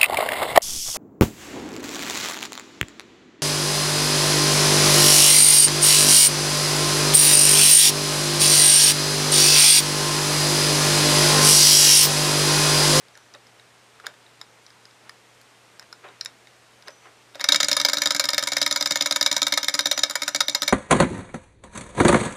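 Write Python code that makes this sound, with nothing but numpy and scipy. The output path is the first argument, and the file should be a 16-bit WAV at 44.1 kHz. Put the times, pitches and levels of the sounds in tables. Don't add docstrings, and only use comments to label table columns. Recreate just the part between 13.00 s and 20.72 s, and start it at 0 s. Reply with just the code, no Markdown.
import sys
import numpy as np
from scipy import signal
from scipy.fft import rfft, irfft
from scipy.io import wavfile
from scipy.ndimage import uniform_filter1d

SR = 44100
rng = np.random.default_rng(int(sys.argv[2]) if len(sys.argv) > 2 else 0)


def generate_wav(sig):
    pcm = np.round(np.clip(np.atleast_2d(sig).T, -1, 1) * 32767).astype(np.int16)
    wavfile.write(sys.argv[1], SR, pcm)


def volts(x):
    e = np.asarray(x, float) / 20
    return 10 ** e


N = 340669


def rms_one(x):
    return x / np.sqrt(np.mean(x ** 2) + 1e-20)


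def in_time(rows):
    return np.interp(np.arange(N) / SR, *np.transpose(rows))


def drift(hz):
    lowpass = signal.butter(2, hz, fs=SR, output="sos")
    wander = signal.sosfilt(lowpass, rng.standard_normal(N + SR))
    return rms_one(wander[SR:])


def above(x, hz, order=4):
    return signal.sosfilt(signal.butter(order, hz, "high", fs=SR, output="sos"), x)


def below(x, hz, order):
    return signal.sosfilt(signal.butter(order, hz, fs=SR, output="sos"), x)


def ring(force, hz, t60):
    radius = volts(-60 / (t60 * SR))
    angle = 2 * np.pi * hz / SR
    resonator = [1, -2 * radius * np.cos(angle), radius * radius]
    return signal.lfilter([0, np.sin(angle)], resonator, force + 1e-18)


def chatter(at_s, spread_s, count=10):
    late = -np.log(1 - .995 * rng.random((len(at_s), count)))
    late -= late.min(axis=1, keepdims=True)
    closing = np.minimum(late / 0.77 + 0.38, 1)
    size = closing * np.exp(-late / 4.1)
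    size /= np.sqrt(np.sum(size ** 2, axis=1, keepdims=True))
    contact_s = at_s[:, None] + late * spread_s
    return np.minimum((contact_s * SR).astype(int), N - 1), size


def struck(modes, at, size, blow_db, friction, uneven_db, split=0., near_hz=None):
    out = np.zeros(N)
    for hz, mode_db, t60 in modes:
        aim_db = 0 if near_hz is None else -30.0 * np.abs(np.log(hz / near_hz))
        for twin_hz in {hz * (1 - split), hz * (1 + split)}:
            luck = rng.standard_normal((len(at), at.shape[1] + 1))
            blow = volts(blow_db + aim_db + uneven_db * luck[:, 0])[:, None]
            strength = blow * size * np.sign(luck[:, 1:])
            force = np.bincount(at.ravel(), strength.ravel(), N) + friction
            out += volts(mode_db) * ring(force, twin_hz, t60)
    return out


# pitch in Hz, level in dB per Hz.
AIR_COLOUR = [(25, -31), (100, -17.5), (200, -14), (450, -11.5), (930, -12), (2150, -14.5), (8700, -24.5),
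              (15800, -42)]
# the pitch of each tone in Hz, then the level of each in dB.
HUM_HZ = [119.8, 447]
HUM_DB = [-65, -71]


def background():
    hz = np.arange(N // 2 + 1) * SR / N
    points_hz, level_db = np.transpose(AIR_COLOUR)
    colour = volts(np.interp(np.log(hz + 1), np.log(points_hz), level_db))
    air = volts(-55) * rms_one(irfft(rfft(rng.standard_normal(N)) * colour, N))
    for hum_hz, hum_db in zip(HUM_HZ, HUM_DB):
        level = volts(hum_db + 0.66 * drift(4.9))
        wavering_hz = hum_hz * (1 + 0.0024 * drift(6.3))
        air += level * np.sin(2 * np.pi * np.cumsum(wavering_hz) / SR)
    return air


def room(x):
    t60_s, level_db = 0.13, -15
    t = np.arange(SR // 2) / SR
    echoes = rng.standard_normal((2, len(t))) * (t > .003)
    dull = signal.lfilter([.45], [1, -.55], echoes[0]) * volts(-60 * t / t60_s)
    bright = 0.089 * echoes[1] * volts(-60 * t / (0.62 * t60_s))
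    tail = dull + bright
    tail /= np.sqrt(np.sum(tail ** 2))
    return volts(level_db) * signal.fftconvolve(x, tail)[:N]


# time in seconds, level in dB, swell in seconds, fade (60 dB) in seconds.
RUBS = [(.17, -49, 0.012, 0.13), (.345, -40.5, 0.0046, 0.11), (1.046, -39, 0.008, 0.13),
        (1.069, -47, 0.0074, 0.31), (2.08, -51, 0.052, 0.14), (2.821, -47.5, 0.0089, 0.11),
        (3.045, -37, 0.0068, 0.28), (3.085, -58, 0.012, 0.32), (3.26, -47, 0.0093, 0.27),
        (3.88, -38, 0.012, 0.12), (4.06, -42.5, 0.019, 0.2), (4.355, -40, 0.0076, 0.072),
        (4.4, -33.5, 0.0042, 0.11)]


def fingers():
    t, shape = np.arange(N) / SR, np.zeros(N)
    for s, level_db, swell, t60 in RUBS:
        shape += volts(level_db + np.where(t < s, 9.5 * (t - s) / swell, -60 * (t - s) / t60))
    grain = shape * rng.standard_normal(N) * volts(1.5 * drift(240) + 5.5)
    dull = below(above(grain, 360), 2400, order=4)
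    return dull + 0.023 * ring(dull, 1540, 0.0059)


# time in seconds, blow in dB, pitch in Hz.
TICKS = [(0.084, -46, 4920), (0.1535, -37, 5320), (0.4683, -39, 5190), (0.5967, -37.5, 3360),
         (1.1396, -41, 3420), (1.264, -41, 3350), (1.7035, -41, 4880), (1.8537, -36, 4930),
         (1.9096, -45, 4800), (2.826, -36, 5270), (3.0864, -38, 3750), (3.824, -36.5, 4330),
         (3.8744, -34, 4120), (3.905, -38, 5920), (4.3474, -35, 3770)]
# time in
# seconds, blow in dB, pitch in Hz, frame share in dB, pin share in dB.
CLICKS = [(0.1745, -35.5, 5230, -6, -10), (0.3384, -32.5, 5910, -16, -21), (0.3486, -35, 3810, -4, -15),
          (0.9991, -39, 5000, 7, -11), (1.0604, -31, 3990, -6, -18), (1.0665, -17, 3900, -3.5, -9),
          (1.4137, -24, 4350, -10, -14), (1.6646, -35.5, 4940, -12, -24), (2.0941, -23.5, 4770, -5.5, -14),
          (2.4144, -44, 4240, -5, 2), (2.7955, -29, 5170, -11, -9), (2.9272, -25.5, 4960, -4.5, -18),
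          (3.2106, -14.5, 4900, -12, -18), (3.2484, -32, 5200, -11, 4), (3.2585, -17, 5060, -9, -15),
          (3.4715, -36.5, 3830, -3.5, -18), (3.8821, -30.5, 4940, -1, -9), (4.3964, -24, 4000, -9, -12),
          (4.4107, -15.5, 4970, -7, -12), (4.4425, -7, 5000, -11.5, -19), (4.488, -4.5, 3770, -7.5, -11)]


def handling():
    hand_damping = .55
    tick_frame_db, tick_pin_db = -7, -18
    touches = sorted(CLICKS + [(*row, tick_frame_db, tick_pin_db) for row in TICKS])
    s, level, hz, frame, pin = np.transpose(touches)
    at, size = chatter(s, .0007)
    # part, share in dB, pitch in Hz the touch favours
    parts = [(FRAME, frame + 7.9, 1520), (CYLINDER, 6.0, hz), (PINS, pin + .8, None), (SPRING, pin + 7, 10200)]
    out = np.zeros(N)
    for modes, share_db, near_hz in parts:
        damped = np.array(modes) * [1, 1, hand_damping]
        out += struck(damped, at, size, level + share_db, 0, uneven_db=2.5, near_hz=near_hz)
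    return out


# time in seconds, level in dB, length in seconds.
SQUEAKS = [
    (0.144, -62, .16),
    (3.77, -64, .005),
    (3.873, -55.5, .19),
]


def squeaks():
    rise_db_s, sag_db_s, release_db_s = 900, 50, 350
    t, level = np.arange(N) / SR, 0
    for s, db, length in SQUEAKS:
        fall = sag_db_s * (t - s) + release_db_s * np.maximum(t - s - length, 0)
        level = level + volts(db - np.where(t < s, rise_db_s * (s - t), fall))
    return level


USUAL_BLOW_DB = -12
# time in seconds, blow in dB, frame share in dB, rebound delay in ms, rebound share in dB.
FLICK = [
    (4.3538, -35.5, -8, 14, -24),
    (4.405, -30.5, 4, 7.5, -1),
    (4.4411, -14.5, -3.5, 3.7, -22),
    (4.4874, -8.5, -6, 11.0, -31),
    (4.5207, -5.5, -15, 8.8, -13),
    (4.5452, -11.5, -2.5, 14, -1.5),
    (4.602, -11.5, -4, 5.9, -5),
]
# time in seconds, blow in dB, rebound delay in ms.
INWARD = [(4.6298, -10.5, 14.7), (4.7142, -9, 14.8), (4.7993, -12.5, 14.5), (4.8849, -13.5, 11.6),
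          (4.97, -16.5, 13.2), (5.0576, -10.5, 13.7), (5.1476, -14.5, 15.6), (5.24, -15.5, 14),
          (5.3322, -17, 12.2), (5.4259, -17.5, 10.6), (5.5191, -17.5, 13.2), (5.615, -11, 11.8),
          (5.7108, -14, 14), (5.809, -12.5, 15.6), (5.9082, -12, 12.3), (6.009, -13.5, 12.7),
          (6.1097, -10.5, 13.8), (6.2106, -10.5, 15.8), (6.3138, -12.5, 12.8), (6.4179, -11, 10.6),
          (6.5228, -10.5, 15.4), (6.63, -17, 13.8), (6.74, -13.5, 10.1), (6.8567, -12.5, 12),
          (6.976, -15.5, 15), (7.0974, -20.5, 10.8), (7.2191, -18.5, 13), (7.347, -13, 12.6),
          (7.4825, -14, 13.1), (7.6198, -14, 10.5)]
# time in seconds, blow in dB, rebound delay in ms.
OUTWARD = [(4.6838, -13, 9.4), (4.7664, -10.5, 7.8), (4.849, -7, 12.6), (4.9321, -11, 9.5),
           (5.0185, -11.5, 16.3), (5.106, -12, 14.3), (5.196, -8, 11), (5.2878, -12.5, 15.6),
           (5.38, -8.5, 11), (5.472, -15.5, 13), (5.567, -12.5, 14.6), (5.6628, -12, 12.3),
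           (5.7601, -13, 12.5), (5.8581, -13, 13.7), (5.9573, -13.5, 14.2), (6.0592, -13, 11.4),
           (6.16, -14, 7.4), (6.2617, -7.5, 12.6), (6.3645, -13, 14), (6.4675, -12.5, 12.6),
           (6.5744, -11, 6.6), (6.6826, -11.5, 12), (6.791, -8.5, 16), (6.913, -6.5, 12),
           (7.0338, -7.5, 5.2), (7.1538, -18.5, 5.7), (7.2787, -15, 10), (7.405, -9.5, 9.2),
           (7.548, -10.5, 5.6), (7.678, -10.5, 13)]
# share at a usual blow in dB, dB lost per dB of harder blow.
INWARD_SHARES = [
    (-7, 0.39),
    (-11.5, 0.27),
    (-4, 0.33),
]
OUTWARD_SHARES = [
    (-4, 0.83),
    (-8.5, 0.76),
    (-11, 0.46),
]


def stroke_ends():
    flick_pin_db = -11
    rows = [(s, blow, frame, flick_pin_db, ms, rebound) for s, blow, frame, ms, rebound in FLICK]
    for ends, shares in ((INWARD, INWARD_SHARES), (OUTWARD, OUTWARD_SHARES)):
        for s, blow, ms in ends:
            frame, pin, rebound = (db - loss * (blow - USUAL_BLOW_DB) for db, loss in shares)
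            rows.append((s, blow, frame, pin, ms, rebound))
    return np.transpose(sorted(rows))


# time in seconds, level in dB.
SING_LEVEL = [
    (4.45, -60),
    (5.05, -33),
    (5.2, -63),
    (5.6, -36.5),
    (6.0, -39),
    (6.7, -44),
    (7.0, -30),
    (7.1, -54),
    (7.72, -35),
]
# time in seconds, pitch in Hz.
SING_HZ = [(.3, 5960), (3.75, 6150), (3.89, 6100), (3.95, 5970), (4.2, 5950), (4.5, 5918)]


def singing():
    s = stroke_ends()[0]
    next_end_s = 2 * s[-1] - s[-2]
    strokes = np.interp(np.arange(N) / SR, np.append(s, next_end_s), np.arange(len(s) + 1))
    swell = np.sin(2 * np.pi * (strokes - .16))
    pitch_hz = in_time(SING_HZ) + 7.0 * drift(30)
    tone = np.sin(2 * np.pi * np.cumsum(pitch_hz) / SR)
    running = strokes > 2
    level = volts(in_time(SING_LEVEL)) * running + squeaks()
    return level * volts(3.2 * drift(23)) * swell * tone


def sliding_db():
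    usual_strokes_per_s, speed_power = 19.6, 1.33
    s, t = stroke_ends()[0], np.arange(N) / SR
    speed = np.interp(t, s[1:-1], 2 / (s[2:] - s[:-2]))
    speed = uniform_filter1d(speed, size=SR // 4)
    spin_up_db = np.interp(t, (4.27, 4.5), [-44, 0])
    return -50 + speed_power * 20 * np.log10(speed / usual_strokes_per_s) + spin_up_db


def rattle():
    s, blow = stroke_ends()[:2]
    shake = np.bincount(((s + .002) * SR).astype(int), volts(blow - 37.0), N)
    fade = volts(-60 / (.06 * SR))
    shiver = signal.lfilter([1], [1, -fade], shake) * volts(1.7 * drift(350))
    sliding = volts(sliding_db() - 14.0) * volts(4 * drift(80))
    return (sliding + shiver) * rng.standard_normal(N)


# time in seconds, push in dB.
NUDGES = [
    (.351, -15.5),
    (1.05, -29),
    (1.068, -16),
    (1.415, -29),
    (3.05, -32),
    (3.26, -38),
    (3.885, -16),
]
# pitch in Hz, level in dB, fade (60 dB) in seconds.
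BOARD = [(553, -24.5, 0.061), (594, -27.5, 0.065), (641, -31, 0.032)]
# pitch in Hz, level in dB, fade (60 dB) in seconds.
TABLE = [(136, -48, 0.26), (228, -43.5, 0.16), (294.7, -32.5, 0.14)]


def board(friction):
    s, blow = stroke_ends()[:2]
    at, size = ((s[:, None] + 0.001) * SR).astype(int), np.ones((len(s), 1))
    push_db = 0.44 * (blow + 15) - 3.0
    thump = struck(BOARD, at, size, push_db, 1.4 * friction, uneven_db=0.0)
    nudge_s, nudge_db = np.transpose(NUDGES)
    nudge_at = (nudge_s[:, None] * SR).astype(int)
    nudge = struck(BOARD, nudge_at, size[:len(NUDGES)], nudge_db, 0, uneven_db=1.5)
    inward_db = np.minimum(np.interp(s, s[1::2], blow[1::2]) - USUAL_BLOW_DB, 0)
    outward = np.arange(len(s)) % 2 == 0
    rock_db = -1.0 + 0.83 * inward_db - 6.5 * outward
    rock = struck(TABLE, at, size, rock_db, 1.8 * friction, uneven_db=1.0)
    return above(thump + nudge, 568, order=6) + below(rock, 380, order=2)


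def pin_flips():
    start, end = np.array(INWARD)[:, 0], np.array(OUTWARD)[:, 0]
    share_of_stroke = .72
    at, size = chatter(start + share_of_stroke * (end - start), 0.00091)
    return struck(PINS, at, size, np.full(len(start), -35), 0, uneven_db=4.0)


# pitch in Hz, level in dB, fade (60 dB) in seconds.
FRAME = [(952.5, -18.5, 0.047), (1015, -22.5, 0.038), (1276, -16.5, 0.053), (1568, -17, 0.066),
         (1756, -9, 0.025), (1900, -10, 0.011), (2162, -7.5, 0.023), (2280, -19.5, 0.093),
         (2792, -31, 0.11), (1440, -12.5, 0.017), (3170, -27.5, 0.054)]
CYLINDER = [(3600, -41, 0.06), (3708, -11.5, 0.023), (3802, -11.5, 0.027), (4150, -17.5, 0.029),
            (4440, -18, 0.016), (4920, -8.5, 0.014), (5160, -12.5, 0.022), (5540, -18.5, 0.016),
            (5760, -17, 0.022), (6080, -24.5, 0.056)]
PINS = [(6815, -6, 0.018), (7073, -6, 0.022), (7510, -10, 0.0093), (8220, -17, 0.02)]
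SPRING = [(9270, -19.5, 0.018), (10010, -11.5, 0.011), (10400, -9.5, 0.007), (11900, -10, 0.0028),
          (14000, -12.5, 0.0092), (14400, -12, 0.0035)]


def linkage(friction):
    s, blow, frame, pin, delay_ms, rebound = stroke_ends()
    parts = [chatter(s, .0014), chatter(s + delay_ms / 1000, 0.0012)]
    at, size = (np.concatenate(p) for p in zip(*parts))
    level = np.concatenate([blow + 4.53, blow + rebound + 5.73])
    frame_db = level + np.concatenate([frame, frame - 3.0])
    pin_db = level + np.concatenate([pin + 3.0, pin + 7.0])
    is_rebound = np.arange(len(at)) >= len(s)
    spring_db = pin_db - 4.0 * is_rebound
    return (struck(FRAME, at, size, frame_db, friction, uneven_db=2.0)
            + struck(CYLINDER, at, size, level, friction, uneven_db=2.0, split=.011)
            + struck(PINS, at, size, pin_db, 0.05 * friction, uneven_db=1.5)
            + struck(SPRING, at, size, spring_db, 0.05 * friction, uneven_db=2.0))


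def scene():
    friction = rattle()
    metal = above(linkage(friction) + handling(), 686)
    engine = metal + board(friction) + singing() + fingers() + pin_flips()
    engine = above(engine, 129)
    return (engine + room(engine) + background())[None]


def band_limit(x):
    return signal.sosfilt(signal.butter(12, 15970, fs=SR, output="sos"), x)


def record(dry):
    rounded = 1.2 * np.tanh(dry / 1.2)
    mix = signal.sosfilt(signal.cheby2(10, 60, 16400, fs=SR, output="sos"), rounded)
    return band_limit(mix)


dry = scene()
out = record(dry)
generate_wav(out)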